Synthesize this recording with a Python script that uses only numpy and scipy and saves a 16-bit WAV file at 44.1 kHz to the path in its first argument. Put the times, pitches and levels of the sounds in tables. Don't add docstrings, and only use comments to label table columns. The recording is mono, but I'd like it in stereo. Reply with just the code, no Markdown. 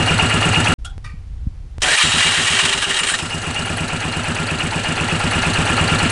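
import sys
import numpy as np
from scipy import signal
from scipy.fft import rfft, irfft, next_fast_len
from scipy.io import wavfile
from scipy.ndimage import uniform_filter1d

SR = 44100
rng = np.random.default_rng(int(sys.argv[2]) if len(sys.argv) > 2 else 0)


def wav_out(sig):
    wavfile.write(sys.argv[1], SR, np.round(np.clip(np.atleast_2d(sig).T, -1, 1) * 32767).astype(np.int16))


def gain_from_db(level_db):
    decades = np.asarray(level_db, float) / 20
    return 10 ** decades


N = 269451
T = np.arange(N) / SR
HZ = np.fft.rfftfreq(next_fast_len(N), 1 / SR)

CUT_S, RESUME_S = .7395, .781
PULL_S, MESH_S, UNLOAD_S, RELEASE_S = 1.803, 1.817, 2.5, 3.155
# t/s, level/dB, sign
JUMPS = [
    (.98025, -24, 1),
    (1.78295, -20, -1),
]

# f/Hz, density/dB per Hz
AIR = [(150, -24), (250, -21), (302, -38), (349, -22.5), (679, -26), (783, -24), (1240, -28), (4420, -35),
       (4860, -35), (11100, -44.5), (14400, -85), (22000, -120)]
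AIR_DB = -55
# t/s, level/dB
CLICKS = [
    (0.846, -25),
    (1.042, -36.5),
]
# f/Hz, level/dB, t60/s
CLICK_RINGS = [
    [(776, -20, 0.34), (1413, -5.5, 0.15), (2900, -11, .06), (3330, -4, 0.13), (5200, -18, 0.088),
     (6681, -12, 0.068), (7600, -8, 0.063), (8870, -16, .05)],
    [(1230, -2.5, 0.25), (1550, -6, 0.18), (1900, 2, 0.2), (2320, -1.5, 0.29), (3600, -7, 0.1),
     (4450, -8, 0.18), (5200, -14, 0.072), (8400, -11, 0.055)],
]

# f/Hz, density/dB per Hz
GUST = [(12, -42.5), (20, 0), (53, -1), (69, -2.5), (82, -6.5), (92, -6), (185, -25), (500, -30.5),
        (650, -90), (1100, -120)]
# t/s, level/dB, sign, size/s
EDDIES = [(0.8257, -16.5, -1, 0.0062), (0.853, -22, 0.83, 0.0076), (0.919, -17, -0.88, 0.0057),
          (1.065, -19.5, 0.96, .003), (1.142, -21, -0.87, 0.0017), (1.31, -28, -0.77, 0.005),
          (1.34, -20, 1, 0.0049), (1.4704, -8, -0.62, .0014), (1.474, -12, 0.87, 0.0036)]
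# t/s, extra level/dB
PUFFS = [(1.035, 2), (1.3, 2), (1.41, 4.5), (1.475, 5.5), (1.655, 3), (1.765, 5)]
WIND_DB, SURGE_DB, SURGE_S, PUFF_S = -31.5, 5, .015, .022
DRIFT_S = .0012

# f/Hz, likeness
LIKENESS = [(60, .96), (170, .96), (480, .86), (1340, .85), (3770, .86), (10600, .86)]
# f/Hz, left lead/rad
LEAD = [(0, 0), (1030, 0.7), (2580, 0.3), (2840, -0.1), (3620, 0.6), (3960, 0.4), (7240, -0.0),
        (10800, -0.0)]
# f/Hz, left-right level/dB
LEAN = [(60, -3.5), (140, -1.5), (340, -7.5), (800, -4.5), (1890, -2), (4490, -1.0), (10600, 0)]

# f/Hz, density/dB per Hz
GRIND = [(320, -21), (550, -12.5), (1200, -4), (1360, -5.5), (1860, -3), (2080, -14), (2300, -8),
         (2650, -1.5), (2780, 0.5), (4540, -9.5), (5620, -11.5), (8400, -7), (11100, -22), (14400, -56.5),
         (22000, -120)]
# f/Hz, width/Hz, level/dB
HOUSING = [(1900, 320, 13), (2290, 170, 7.5), (2830, 42, -24.5), (3150, 140, 8.5), (3820, 160, 7.5),
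           (5460, 45, -10), (7340, 130, -24.5), (8800, 250, -21)]
# t/s, peak level/dB, ring f/Hz, ring level/dB
SLIPS = [(1.9994, -28, 2270, -4), (2.4774, -6.5, 2500, -13), (2.531, -3.5, 2760, 3),
         (2.5894, 0.5, 1790, -12), (2.65, -1.5, 2760, -15), (2.6934, -9, 2750, -8),
         (2.725, -2.5, 2880, -24), (2.774, -2, 2800, -12), (2.8196, -3.5, 1640, 7), (2.8394, -10, 2840, 4),
         (2.892, -8, 2830, 7), (2.907, -7, 1913, 8.5), (2.941, -7.5, 3140, 3), (2.964, -7.5, 1900, 12),
         (2.9884, -3, 2820, -1), (3.032, -0.5, 2830, -12), (3.068, -5.5, 1940, -15), (3.086, -4, 2840, -13),
         (3.138, -15, 3870, -24), (3.1398, -10, 2840, -1), (3.187, -7.5, 2640, -55)]
# length/s, f/Hz, width/Hz, level/dB
LURCH = [
    (.13, 110, 160, -36),
    (.15, 480, 300, -31),
    (.023, 5600, 900, -24),
]
# t/s, length/s, start f/Hz, end f/Hz, level/dB
WHINES = [
    (1.84, .06, 780, 700, -26),
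    (1.85, .11, 1450, 1950, -22),
    (1.97, .06, 2400, 2280, -21),
    (1.97, .06, 1250, 1180, -26),
    (3.09, .07, 1400, 1900, -26),
]
SQUEAKS = [(1.9, .03, 8200, 8100, -30), (1.96, .04, 9400, 8900, -32), (2.05, .08, 7300, 7250, -32),
           (2.96, .04, 7900, 8150, -35), (2.985, .03, 8600, 8600, -28), (3.06, .03, 8550, 8500, -27),
           (3.09, .04, 8600, 8600, -28), (3.08, .07, 7700, 7800, -33)]
HUMS = [
    (2.05, 1.12, 392, 392, -38),
    (2.98, .22, 7180, 7200, -37),
    (3.05, .36, 5230, 5190, -46),
]
WHINE_SHARE, SQUEAK_SHARE, HUM_SHARE, MIN_WIDTH_HZ = .055, .017, .004, 8
PULL_DB, GRIND_DB, UNLOAD_DB_PER_S, COAST_DB, COAST_DB_PER_S = -39, -15.5, -17.5, -32, -80

CUP_HZ, CUP_WIDTH_HZ = 2840, 28
WARM_CUP_DB, CUP_DB, CUP_AWAY_DB_PER_S = 7, 5.5, -2.5

# t/s, rate/firings per s
SPEED = [(2.05, 10.45), (2.33, 7.65), (2.84, 8.6), (2.98, 6.32), (3.08, 9.78), (3.43, 7.62), (3.75, 9.82),
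         (3.84, 7.92), (4.11, 8.63), (4.41, 8.69), (4.9, 7.62), (4.97, 8.54), (5.47, 8.89), (5.5, 8.21),
         (5.81, 9.28), (6.1, 8.94)]
CATCH_S = SPEED[0][0]
WARM_START_S, WARM_PER_S = -.112, 8.6
# t/s, level/dB
GAIN = [
    (0, -18),
    (.74, -17.5),
    (2.03, -24.5),
    (3.2, -27.5),
    (3.6, -24.5),
    (4.7, -23),
    (5.6, -18.5),
    (6.11, -18),
]
BLOW_DB, DRAG_DB_PER_S, BOOM_DB, WARM_BOOM_DB = 4.5, -7, -11.5, -8
HANG_S, HANG_WIDTH_S = .026, .012

# f/Hz, density/dB per Hz
CASING = [(260, -2.5), (450, -3), (664, -2.5), (801, -1.5), (1090, -6.5), (1350, -4.5), (2220, -8),
          (2790, -2.5), (3150, -7.5), (3550, -10.5), (4050, -12.5), (5160, -18.5), (8030, -15.5),
          (11100, -26.5), (14400, -60), (22000, -120)]
# place/share of cycle, f/Hz, width/Hz, level/dB, t60/s
KNOCKS = [(-.22, 2510, 310, 7, 0.025), (-0.136, 8350, 3500, -6, 0.032), (-.13, 4840, 2700, -7.5, 0.0346),
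          (.15, 7000, 4900, -5.5, 0.031), (.16, 3980, 1500, -8, 0.049), (0.118, 1290, 340, -6, 0.051),
          (.08, 2220, 1150, -6, 0.058), (-.14, 860, 730, -8, 0.064), (0.476, 4240, 840, -6.5, 0.067),
          (.48, 9140, 2000, -7.5, 0.046), (.47, 5900, 2520, -7.5, 0.037), (.64, 5100, 3000, -10, .03),
          (0.564, 813, 300, -2, 0.053), (.58, 1250, 470, -4, 0.054), (0.547, 1950, 1050, -2.5, 0.038),
          (0.624, 2280, 1370, -1.5, 0.05)]
# f/Hz, width/Hz, level/dB
COVER = [(1383, 38, -20), (1707, 210, -17.5), (7240, 28, -58.5), (7940, 350, -29)]
LIFT_DB, FREED_LIFT_DB, FREED_S = -1.23, 7.5, .4
LULL_PLACE, LULL_S, LULL_SHARE = .39, .0087, .3

# f/Hz, density/dB per Hz
FRAME = [(12, -40), (22, -2), (50, -3), (90, -3), (160, -6), (290, -9), (420, -15), (600, -19), (800, -45),
         (1300, -120)]
# delay/s, level/dB, rise/s, t60/s
PIPE = [(-.0165, 8.5, 0.019, 0.087), (-0.0117, -1.5, 0.0087, 0.13), (-.0125, -6.5, 0.0041, 0.086),
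        (-.0125, -15.5, 0.012, 0.17), (.011, -5.5, 0.0053, 0.11), (.017, 2, 0.0047, 0.043),
        (-0.017, -16, 0.025, 0.14), (-0.018, -20, 0.0034, 0.1), (-.0125, -29, 0.0013, 0.086)]
AIRBOX = (0.0324, 7.4, 0.0086, 0.17)
PIPE_HZ = [163, 82, 327, 390, 245, 200, 53, 607, 719, 104]


def evened(x):
    return x / np.sqrt(np.mean(x ** 2) + 1e-20)


def noise(*shape):
    return rng.standard_normal(shape)


def read(points, hz):
    f, value = np.transpose(points)
    return np.interp(np.log(hz + 1), np.log(f + 1), value)


def curve(rows):
    return np.interp(T, *np.transpose(rows))


def bump(x):
    return np.exp(-.5 * x ** 2)


def shaped(x, gain):
    size = next_fast_len(N)
    return irfft(rfft(x, size) * gain, size)[:N]


def colour(x, points):
    return evened(shaped(x, gain_from_db(read(points, HZ))))


def resonate(x, hz, width_hz):
    r = np.exp(-np.pi * abs(width_hz) / SR)
    return evened(signal.lfilter([1, 0, -1], [1, -2 * r * np.cos(2 * np.pi * hz / SR), r * r], x))


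def glide(x, hz, width_hz):
    turn = np.exp(2j * np.pi * np.cumsum(hz) / SR)
    r = np.exp(-np.pi * abs(width_hz) / SR)
    return evened((turn * signal.lfilter([1 - r], [1, -r], x / turn)).real)


def blows(times_s, db):
    at = np.round(np.asarray(times_s) * SR).astype(int)
    out = np.zeros(N + 2 * SR)
    np.add.at(out, at + SR, gain_from_db(db))
    return out


def play(train, shape):
    return signal.oaconvolve(train, shape)[SR:SR + N]


def fade(rise_s, t60_s):
    t = T[:SR // 3]
    return (1 - np.exp(-t / abs(rise_s))) * gain_from_db(-60 * t / abs(t60_s))


def grit(per_s, spread_db):
    size = gain_from_db(spread_db * np.minimum(rng.exponential(1, (2, N)), 5))
    size *= rng.random((2, N)) < per_s / SR
    return evened(size * rng.choice([-1., 1.], (2, N)))


def garage():
    a, b = noise(2, N)
    air = gain_from_db(AIR_DB) * np.array([colour(a, AIR), colour(.5 * a + .87 * b, AIR)])
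    for (s, db), rings in zip(CLICKS, CLICK_RINGS):
        for hz, ring_db, t60_s in rings:
            train = blows([s, s + .05], [db + ring_db, db + ring_db - 19.5])
            gate = play(train, fade(.0038, t60_s)[:SR // 4])
            air += gate * np.array([resonate(x, hz, .03 * hz) for x in (a, .8 * a + .6 * b)])
        gate = play(blows([s], db - 9), fade(.003, .088))
        air += gate * np.array([resonate(x, 2500, 5000) for x in (b, .8 * b + .6 * a)])
    return air


def wind():
    a, b = (colour(x, GUST) for x in noise(2, N))
    db = WIND_DB + SURGE_DB * np.exp(-abs(T - RESUME_S) / SURGE_S)
    db += sum(puff_db * bump((T - s) / PUFF_S) for s, puff_db in PUFFS)
    level = gain_from_db(db) * np.interp(T, [1.8, 1.9], [1, .16])
    lumps = np.zeros(N)
    for s, eddy_db, sign, size_s in EDDIES:
        u = (T - s) / size_s
        lumps += sign * gain_from_db(eddy_db) * (1 - u ** 2) * bump(u)
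    left = level * a + lumps
    later = np.roll(.96 * level * a + lumps, round(DRIFT_S * SR))
    return np.array([left, later + .33 * level * b]) * (T > CUT_S)


def cup(x):
    runs = evened(uniform_filter1d(noise(N), size=500))
    ring = resonate(x * gain_from_db(3.2 * np.clip(runs, -2, 2)), CUP_HZ, CUP_WIDTH_HZ)
    return np.array([ring, np.roll(ring, SR // 50)])


def grind_level():
    held = GRIND_DB + UNLOAD_DB_PER_S * np.maximum(T - UNLOAD_S, 0)
    coast = COAST_DB + COAST_DB_PER_S * (T - RELEASE_S)
    mesh = np.clip((T - MESH_S) / .003, 0, 1)
    free = np.clip((T - RELEASE_S) / .03, 0, 1)
    db = PULL_DB + mesh * (held - PULL_DB) + free * (coast - held)
    return gain_from_db(db) * np.clip((T - PULL_S) / .005, 0, 1)


def pitched():
    rows = [(MESH_S, length_s, hz, hz, width_hz, db) for length_s, hz, width_hz, db in LURCH]
    for table, share in [(WHINES, WHINE_SHARE), (SQUEAKS, SQUEAK_SHARE), (HUMS, HUM_SHARE)]:
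        for s, length_s, hz0, hz1, db in table:
            rows.append((s, length_s, hz0, hz1, max(share * hz0, MIN_WIDTH_HZ), db))
    return rows


def starter(drive):
    slip_s, slip_db = np.transpose(SLIPS)[:2]
    level = np.hypot(grind_level(), play(blows(slip_s, slip_db - 8), fade(.0024, .091)))
    level *= gain_from_db(1.5 * evened(uniform_filter1d(noise(N), size=700)))
    swirl = [gain_from_db(4 * evened(uniform_filter1d(v, size=1500))) for v in noise(len(HOUSING), N)]
    out = []
    for x in drive:
        tones = sum(gain_from_db(db) * g * resonate(x, hz, w) for g, (hz, w, db) in zip(swirl, HOUSING))
        grind = level * (gain_from_db(-3.5) * colour(x, GRIND) + gain_from_db(-8) * evened(tones))
        for s, db, hz, ring_db in SLIPS:
            start = round(s * SR)
            span = slice(start, start + SR // 3)
            grind[span] += gain_from_db(db + ring_db - 20.5) * fade(.0044, .1) * resonate(x[span], hz, 100)
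        for s, length_s, hz0, hz1, width_hz, db in pitched():
            end_s = s + length_s
            span = slice(round(s * SR), round(end_s * SR))
            hz = np.interp(T[span], [s, end_s], [hz0, hz1])
            grind[span] += gain_from_db(db) * signal.windows.tukey(len(hz), .3) * glide(x[span], hz, width_hz)
        out.append(grind)
    return out + gain_from_db(-37) * cup(out[0])


def firings():
    warm = np.arange(WARM_START_S, CUT_S, 1 / WARM_PER_S)
    turns = np.cumsum(curve(SPEED) * (T >= CATCH_S)) / SR
    caught = T[np.searchsorted(turns, np.arange(int(turns[-1]) + 1), "right")]
    s = np.append(warm, caught)
    drag_db = DRAG_DB_PER_S * (s - CATCH_S) * (s > MESH_S) * (s < RELEASE_S)
    blow_db = np.interp(s, *np.transpose(GAIN)) + BLOW_DB + drag_db
    return s, blow_db, blow_db + np.where(s < CUT_S, WARM_BOOM_DB, BOOM_DB)


def clatter(drive):
    s = firings()[0]
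    s = np.append(s, s[-1] + .115)
    cycle_s = np.clip(np.diff(s, append=s[-1] + .11), .1, .135)
    jolts = noise(len(s), len(KNOCKS), 2) * [.002, 2.]

    dip = bump(T[:SR // 10] / LULL_S - 3)
    lull = 1 - LULL_SHARE * play(blows(s + LULL_PLACE * cycle_s - 3 * LULL_S, 0 * s), dip)
    out = gain_from_db(-6.5) * lull * np.array([colour(x, CASING) for x in drive])
    for k, (place, hz, width_hz, db, t60_s) in enumerate(KNOCKS):
        train = blows(s + place * cycle_s + jolts[:, k, 0], db + jolts[:, k, 1])
        gate = play(train, fade(.004, t60_s)[:SR // 10])
        out += gate * np.array([resonate(resonate(x, hz, width_hz), hz, 2 * width_hz) for x in drive])
    out += sum(gain_from_db(db) * np.array([resonate(x, hz, w) for x in out]) for hz, w, db in COVER)

    struck = .55 + play(blows(s + .61 * cycle_s, 3 + 2 * jolts[:, 0, 1]), fade(.003, .2))
    freed = np.exp(-abs(T - RELEASE_S) / FREED_S) * (T > RELEASE_S)
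    lift = gain_from_db(LIFT_DB + FREED_LIFT_DB * freed) - 1
    out += lift * signal.sosfilt(signal.butter(2, 3600, "high", fs=SR, output="sos"), out)
    cup_db = np.where(T < CUT_S, WARM_CUP_DB, CUP_DB + CUP_AWAY_DB_PER_S * (T - RELEASE_S))
    level = gain_from_db(curve(GAIN)) * ((T < 1) | (T > 2.03))
    return level * (evened(out) + gain_from_db(cup_db - 14) * cup(out[0] * struck))


def exhaust():
    s, blow_db, boom_db = firings()
    t = T[:SR // 3]
    out = play(blows(s - .016, blow_db - 12), fade(.01, .42)) * colour(noise(N), FRAME)
    levels_db = [blow_db] * len(PIPE) + [boom_db]
    for hz, (delay_s, db, rise_s, t60_s), level_db in zip(PIPE_HZ, [*PIPE, AIRBOX], levels_db):
        late_s = .04 / hz * noise(len(s))
        train = blows(s + delay_s + late_s, level_db + db + noise(len(s)) + 6)
        out += play(train, fade(rise_s, t60_s) * np.sin(2 * np.pi * hz * t))
    return out


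def ports(direct, diffuse):
    same = np.clip(read(LIKENESS, HZ), 0, 1)
    tilt = gain_from_db(read(LEAN, HZ) / 2) * np.exp(.5j * read(LEAD, HZ))
    right = shaped(direct, same / tilt) + shaped(diffuse, np.sqrt(1 - same ** 2) / tilt)
    return np.array([shaped(direct, tilt), right])


def scene():
    direct, diffuse = clatter(grit(12000, 2.5)) + starter(grit(12000, 2.5))
    pipe = exhaust()
    machine = ports(direct + pipe, diffuse + np.roll(pipe, 330)) * ((T < CUT_S) | (T > 1.8))
    lows = signal.sosfiltfilt(signal.butter(2, 600, fs=SR, output="sos"), machine)
    times_s = np.append(firings()[0], CATCH_S - HANG_S)
    hang = sum(bump((T - s + HANG_S) / HANG_WIDTH_S) for s in times_s if MESH_S < s < RELEASE_S)
    return garage() + wind() + machine - .8 * np.minimum(hang, 1) * lows


def band_limit(x):
    return signal.sosfilt(signal.butter(12, 11230, fs=SR, output="sos"), x)


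def record(dry):
    before = np.clip((CUT_S - T) / .00044, 0, 1)
    after = np.clip((T - RESUME_S) / .008, 0, 1) ** 2
    jumps = sum(sign * gain_from_db(db) * np.sign(T - s) * np.exp(-abs(T - s) / .0077) / 2 for s, db, sign in JUMPS)
    rounded = .98 * np.tanh((dry * np.maximum(before, after) + jumps) / .95)
    mix = signal.oaconvolve(rounded, signal.firwin(301, 11150, fs=SR)[None], "same")
    return band_limit(mix)


dry = scene()
out = record(dry)
wav_out(out)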